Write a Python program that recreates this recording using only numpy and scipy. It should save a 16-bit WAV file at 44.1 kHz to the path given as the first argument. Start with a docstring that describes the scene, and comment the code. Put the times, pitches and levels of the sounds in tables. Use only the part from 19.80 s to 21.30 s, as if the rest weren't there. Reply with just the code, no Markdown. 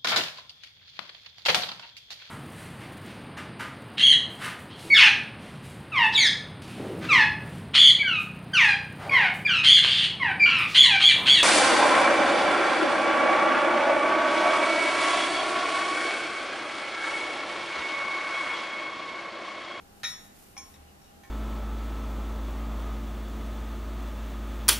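"""Quiet room noise and a thin machine whine, then a loud chattering clink: two steel wrenches, held in
gloved hands, knock jaw to jaw in a small room. A lighter double clink of the shanks follows, then faint
touches as they slide into line. Each contact is a dead knock plus the ring of the steel's modes; the
gloves damp that ring and rustle. Underneath, a low hum swells in the second half."""
import sys
import numpy as np
from scipy import signal
from scipy.fft import rfft, irfft, next_fast_len
from scipy.io import wavfile
from scipy.ndimage import map_coordinates

SR = 44100
rng = np.random.default_rng(int(sys.argv[2]) if len(sys.argv) > 2 else 0)


def unload_audio(sound):
    """Save the sound as a 16-bit wav file, at the path given as the first command line argument."""
    columns = np.transpose(np.atleast_2d(sound))
    # keep every value between -1 and 1, then stretch to whole-number steps
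    steps = np.round(np.clip(columns, -1, 1) * 32767)
    wavfile.write(sys.argv[1], SR, steps.astype(np.int16))


N = 66150

# Colour of the room noise, glove rustle, steel scrape and knock (frequency [Hz], relative level [dB])
AIR_SPECTRUM = [(12, -88), (20, -2), (43, -9), (75, -3.5), (104, -8.5), (202, -7), (577, -15.5), (781, -13),
                (947, -20.5), (1360, -20), (2290, -26), (2850, -24), (3270, -27.5), (3760, -27.5),
                (14500, -31)]
GLOVE_SPECTRUM = [(1000, -8.5), (4000, -6), (7500, -5), (10000, -1), (12500, -2.5), (15000, -5)]
SCRAPE_SPECTRUM = [(1000, -32), (2750, -11), (2900, 3), (3050, -29), (3800, -21), (4500, -35), (14000, -43)]
KNOCK_SPECTRUM = [(150, -14), (500, -15.5), (950, -14.5), (1350, -6), (1850, -1.5), (2450, -7.5),
                  (2900, -10.5), (3600, -7.5), (4500, -9), (5200, -18.5), (5900, -21), (6500, -2.5),
                  (7400, -35), (9000, -18.5), (14000, -28.5)]
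# Stereo width of the room noise, knock and ring (frequency [Hz], side over mid [dB])
AIR_WIDTH = [(30, -4), (80, -15), (170, -7), (350, -0.5), (1000, 2.5), (12000, -0.5)]
KNOCK_WIDTH = [(1500, -19), (4000, 0.5), (10000, -19)]
RING_WIDTH = [(1000, -21), (2300, -24), (3500, -1.5), (3800, -8), (5500, 0.5), (6500, 4.5), (11000, 1)]
# Steady machine tones (pitch [Hz], level [dB], flutter rate [1/s])
WHINE_TONES = [(202.9, -69, 9.46), (804.7, -69, 9.02)]
# Swells of the low hum (time [s], level [dB])
HUM_ENVELOPE = [(0, -66), (.72, -79), (.8, -56), (.89, -66.5), (.99, -54), (1.12, -58.5), (1.27, -69),
                (1.38, -59), (1.48, -68)]
# Decay of the small room (frequency [Hz], t60 [s])
ROOM_DECAY = [(200, 0.72), (2000, 0.6), (6000, 0.45), (14000, 0.55)]
# Glove on steel and steel on steel (peak time [s], level [dB], half length [s])
GLOVE_RUBS = [(.185, -63, 0.038), (.295, -52, 0.029), (.36, -70, 0.041), (.445, -58.5, 0.036),
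              (.59, -58.5, 0.04), (.69, -61, 0.054), (.9, -58, 0.048)]
STEEL_SLIDES = [(1.095, -66, .014), (1.29, -68, 0.027)]
# Wrench hits (time [s], base ring level [dB], knock level [dB], place [0 jaws, 1 shanks, 2 flats],
# chatter [s], treble tilt [dB/octave], grip damping [factor])
CONTACTS = [(.2331, -41, -32.5, 0.082, 0.00083, -4.5, 0.79),
            (0.2386, -30.5, -34.5, 0.053, 0.0079, 5.5, 0.72), (0.2493, -39, -38, .02, 0.0017, 4, 2.3),
            (0.767, -45.5, -53, 1.21, 0.00054, -3.5, 1.16), (0.777, -40.5, -49, 0.92, 0.00067, 4, 1.7),
            (.872, -65, -66, .8, .004, -3, 2.2), (0.9402, -54, -61, 0.13, 0.0016, 1.5, 2.3),
            (0.958, -63, -57.5, 0.26, 0.0023, 0, 1.8), (1.212, -63, -78, .3, 0.007, 11, 1.7),
            (1.242, -62.5, -64, 0.069, 0.0033, 10, 1.1), (1.4344, -51.5, -56, 1.81, 0.0007, 0.5, .9)]
# Modes of the pair, one list each (pitch [Hz], t60 at a grip of 1 [s], left over right [dB])
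MODE_HZ = [803, 1066, 1270, 1411, 1775, 1849, 1940, 2216, 2248, 2360, 2390, 2523, 3187, 3312, 3491, 3814,
           5552, 6362, 6551, 6703, 6881, 8760, 10640, 12310]
MODE_T60_S = [0.17, 0.56, 0.36, 0.23, 0.3, 0.11, 0.31, 0.27, 0.21, .2, 0.06, 0.1, 0.085, 0.38, 0.27, 0.16,
              0.27, 0.3, 0.25, 0.67, 0.43, 0.25, 0.3, 0.27]
MODE_PAN_DB = [0, 0.5, -6, -4, -4, -3, 1, -3, -5, 4, -2, -11, -9, -2, 3, 3.5, 3, -8, 5.5, -5, -2, -5.5, -2,
               0]
# How strongly a hit at each place wakes each mode (gain [dB])
JAWS_DB = [-27, -26.5, -22, -15, -15.5, -1, -11, -33, -17, -14, -7, -9, -14, -30.5, -10.5, 1.5, -6, -23.5,
           -16.5, -33, -23, -28.5, -28, -34]
SHANKS_DB = [-11, -15.5, -43, -42, -23.5, -32, -41, -10.5, -12, -7, -18, -40, -35, -14, -23, -26.5, 2, -7.5,
             -12, -18, -32, -17.5, -18.5, -21]
FLATS_DB = [-2, -9.5, -35, -31, -2, 0, -5, -12, -6, -15, -17, -8, -12.5, -21.5, -27, -15, -19.5, -24, -34,
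            -36, -31, -19, -25, -9]


def amp(db):
    """Decibels to gain."""
    return 10 ** (np.asarray(db) / 20)


def curve_at(points, hz):
    """Read (frequency, value) points along a log frequency axis."""
    freqs, values = np.transpose(points)
    return np.interp(np.log(hz + 1), np.log(freqs + 1), values)


def wobble(rate):
    """A smooth random modulator with `rate` knots a second."""
    return map_coordinates(rng.standard_normal(1024), [np.arange(N) * rate / SR], mode="wrap")


def equalise(x, response):
    """Shape x with a gain that depends on frequency."""
    size = next_fast_len(N + SR // 2)
    return irfft(rfft(x, size) * response(np.fft.rfftfreq(size, 1 / SR)), size)[..., :N]


def stereo_noise(spectrum, width):
    """Coloured mid/side noise at an rms of 1."""
    mid, side = equalise(rng.standard_normal((2, N)), lambda hz: amp(curve_at(spectrum, hz)))
    side = equalise(side, lambda hz: amp(curve_at(width, hz)))
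    stereo = np.array([mid + side, mid - side])
    return stereo / np.sqrt(np.mean(stereo ** 2) + 1e-20)


def room_noise(level_db=-54.5):
    """A steady, bass-heavy bed of air."""
    return amp(level_db) * stereo_noise(AIR_SPECTRUM, AIR_WIDTH)


def machine_whine(drift_rad=0.68, spread_rad=0.72, flutter_db=3):
    """Two thin machine tones that flutter in level and drift in phase between the ears."""
    t, out = np.arange(N) / SR, np.zeros((2, N))
    for hz, db, rate in WHINE_TONES:
        drift = drift_rad * wobble(rate) + spread_rad * np.array([wobble(rate), wobble(rate)])
        level = amp(db + flutter_db * wobble(rate))
        out += np.sqrt(2) * level * np.sin(2 * np.pi * hz * t + drift)
    return out


def low_hum(hz=74, waver_rad=0.29):
    """A slightly wavering low sine that rises and falls in swells."""
    t = np.arange(N) / SR
    tone = np.sqrt(2) * np.sin(2 * np.pi * hz * t + waver_rad * wobble(8))
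    return amp(np.interp(t, *np.transpose(HUM_ENVELOPE))) * tone


def room_reverb(send, fade_in_s=0.0081):
    """The walls return a diffuse tail to each ear; the treble dies first."""
    hz, t, noise_bins = signal.stft(rng.standard_normal((2, SR // 2)), SR, nperseg=256)
    decay = amp(-60 * t / curve_at(ROOM_DECAY, hz)[:, None])
    _, tail = signal.istft(noise_bins * decay, SR, nperseg=256)
    tail *= np.minimum(np.arange(tail.shape[1]) / SR / fade_in_s, 1)
    return signal.fftconvolve(send, tail / np.linalg.norm(tail[0]), axes=1)[:, :N]


def friction(strokes, spectrum, grain_db):
    """Soft swells of noise where two surfaces slide; grain_db roughens them."""
    t = np.arange(N) / SR
    swell = sum(amp(db) * np.exp(-0.5 * ((t - peak) / half) ** 2) for peak, db, half in strokes)
    grain = amp(grain_db * wobble(150))
    return swell * grain * stereo_noise(spectrum, width=[(1000, -3.6)])


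def steel_knock(t60_s=0.055):
    """The dead knock of steel on steel: a fast-dying noise burst at every contact."""
    t, energy = np.arange(N) / SR, np.zeros(N)
    for onset, _, knock_db, *_ in CONTACTS:
        fall_db = 60 * np.maximum(t - onset, 0) / t60_s
        energy += (t >= onset) * amp(knock_db - fall_db) ** 2
    return np.sqrt(energy) * stereo_noise(KNOCK_SPECTRUM, KNOCK_WIDTH)


def mode_envelope(hz, t60, place_db, tightening=1.143):
    """Each contact feeds a mode while it chatters; the closing gloves then damp it ever faster."""
    energy = np.zeros(N)
    for onset, ring_db, _, place, chatter, tilt_db, grip in CONTACTS:
        start = round(onset * SR)
        age = np.arange(min(N - start, SR // 2)) / SR
        level_db = ring_db + np.interp(place, [0, 1, 2], place_db) + tilt_db * np.log2(hz / 4000)
        attack = np.minimum(age / chatter, 1)
        fall_db = 60 * (grip * np.maximum(age - chatter, 0) / t60) ** tightening
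        energy[start:start + len(age)] += (attack * amp(level_db - fall_db)) ** 2
    return np.sqrt(energy)


def steel_ring(waver_depth_db=1.6, waver_rate=35, blur_rate=120):
    """The bright clink: the struck wrenches ring in inharmonic modes, one sine each."""
    t, out = np.arange(N) / SR, np.zeros((2, N))
    ears = np.array([[1], [-1]])
    modes = zip(MODE_HZ, MODE_T60_S, MODE_PAN_DB, JAWS_DB, SHANKS_DB, FLATS_DB)
    for hz, t60, pan_db, *place_db in modes:
        blur = 0.13 * (hz / 4000) ** 2 * wobble(blur_rate)  # close mode pairs make the high modes waver most
        phase = 2 * np.pi * (hz * t + rng.random()) + blur
        spread = np.arctan(amp(curve_at(RING_WIDTH, hz)))  # opposite phase shifts widen the image
        waver_db = waver_depth_db * wobble(waver_rate)  # the level wavers, like close pitches beating
        gain = amp(ears * pan_db / 2 + waver_db)
        out += gain * mode_envelope(hz, t60, place_db) * np.sin(phase - ears * spread)
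    return out


def scene(ring_send_db=-10, knock_send_db=-0.5):
    """Mix the clinks and their reverb with dry handling sounds over the background bed."""
    ring, knock = steel_ring(), steel_knock()
    rustle = friction(GLOVE_RUBS, GLOVE_SPECTRUM, grain_db=1.5)
    scrape = friction(STEEL_SLIDES, SCRAPE_SPECTRUM, grain_db=0)
    reverb = room_reverb(amp(ring_send_db) * ring + amp(knock_send_db) * knock)
    bed = room_noise() + machine_whine() + low_hum()
    return bed + reverb + rustle + scrape + knock + ring


def record(dry, cutoff_hz=14700):
    """A brick-wall low-pass takes off the very top."""
    return equalise(dry, lambda hz: hz < cutoff_hz)


dry = scene()
out = record(dry)
unload_audio(out)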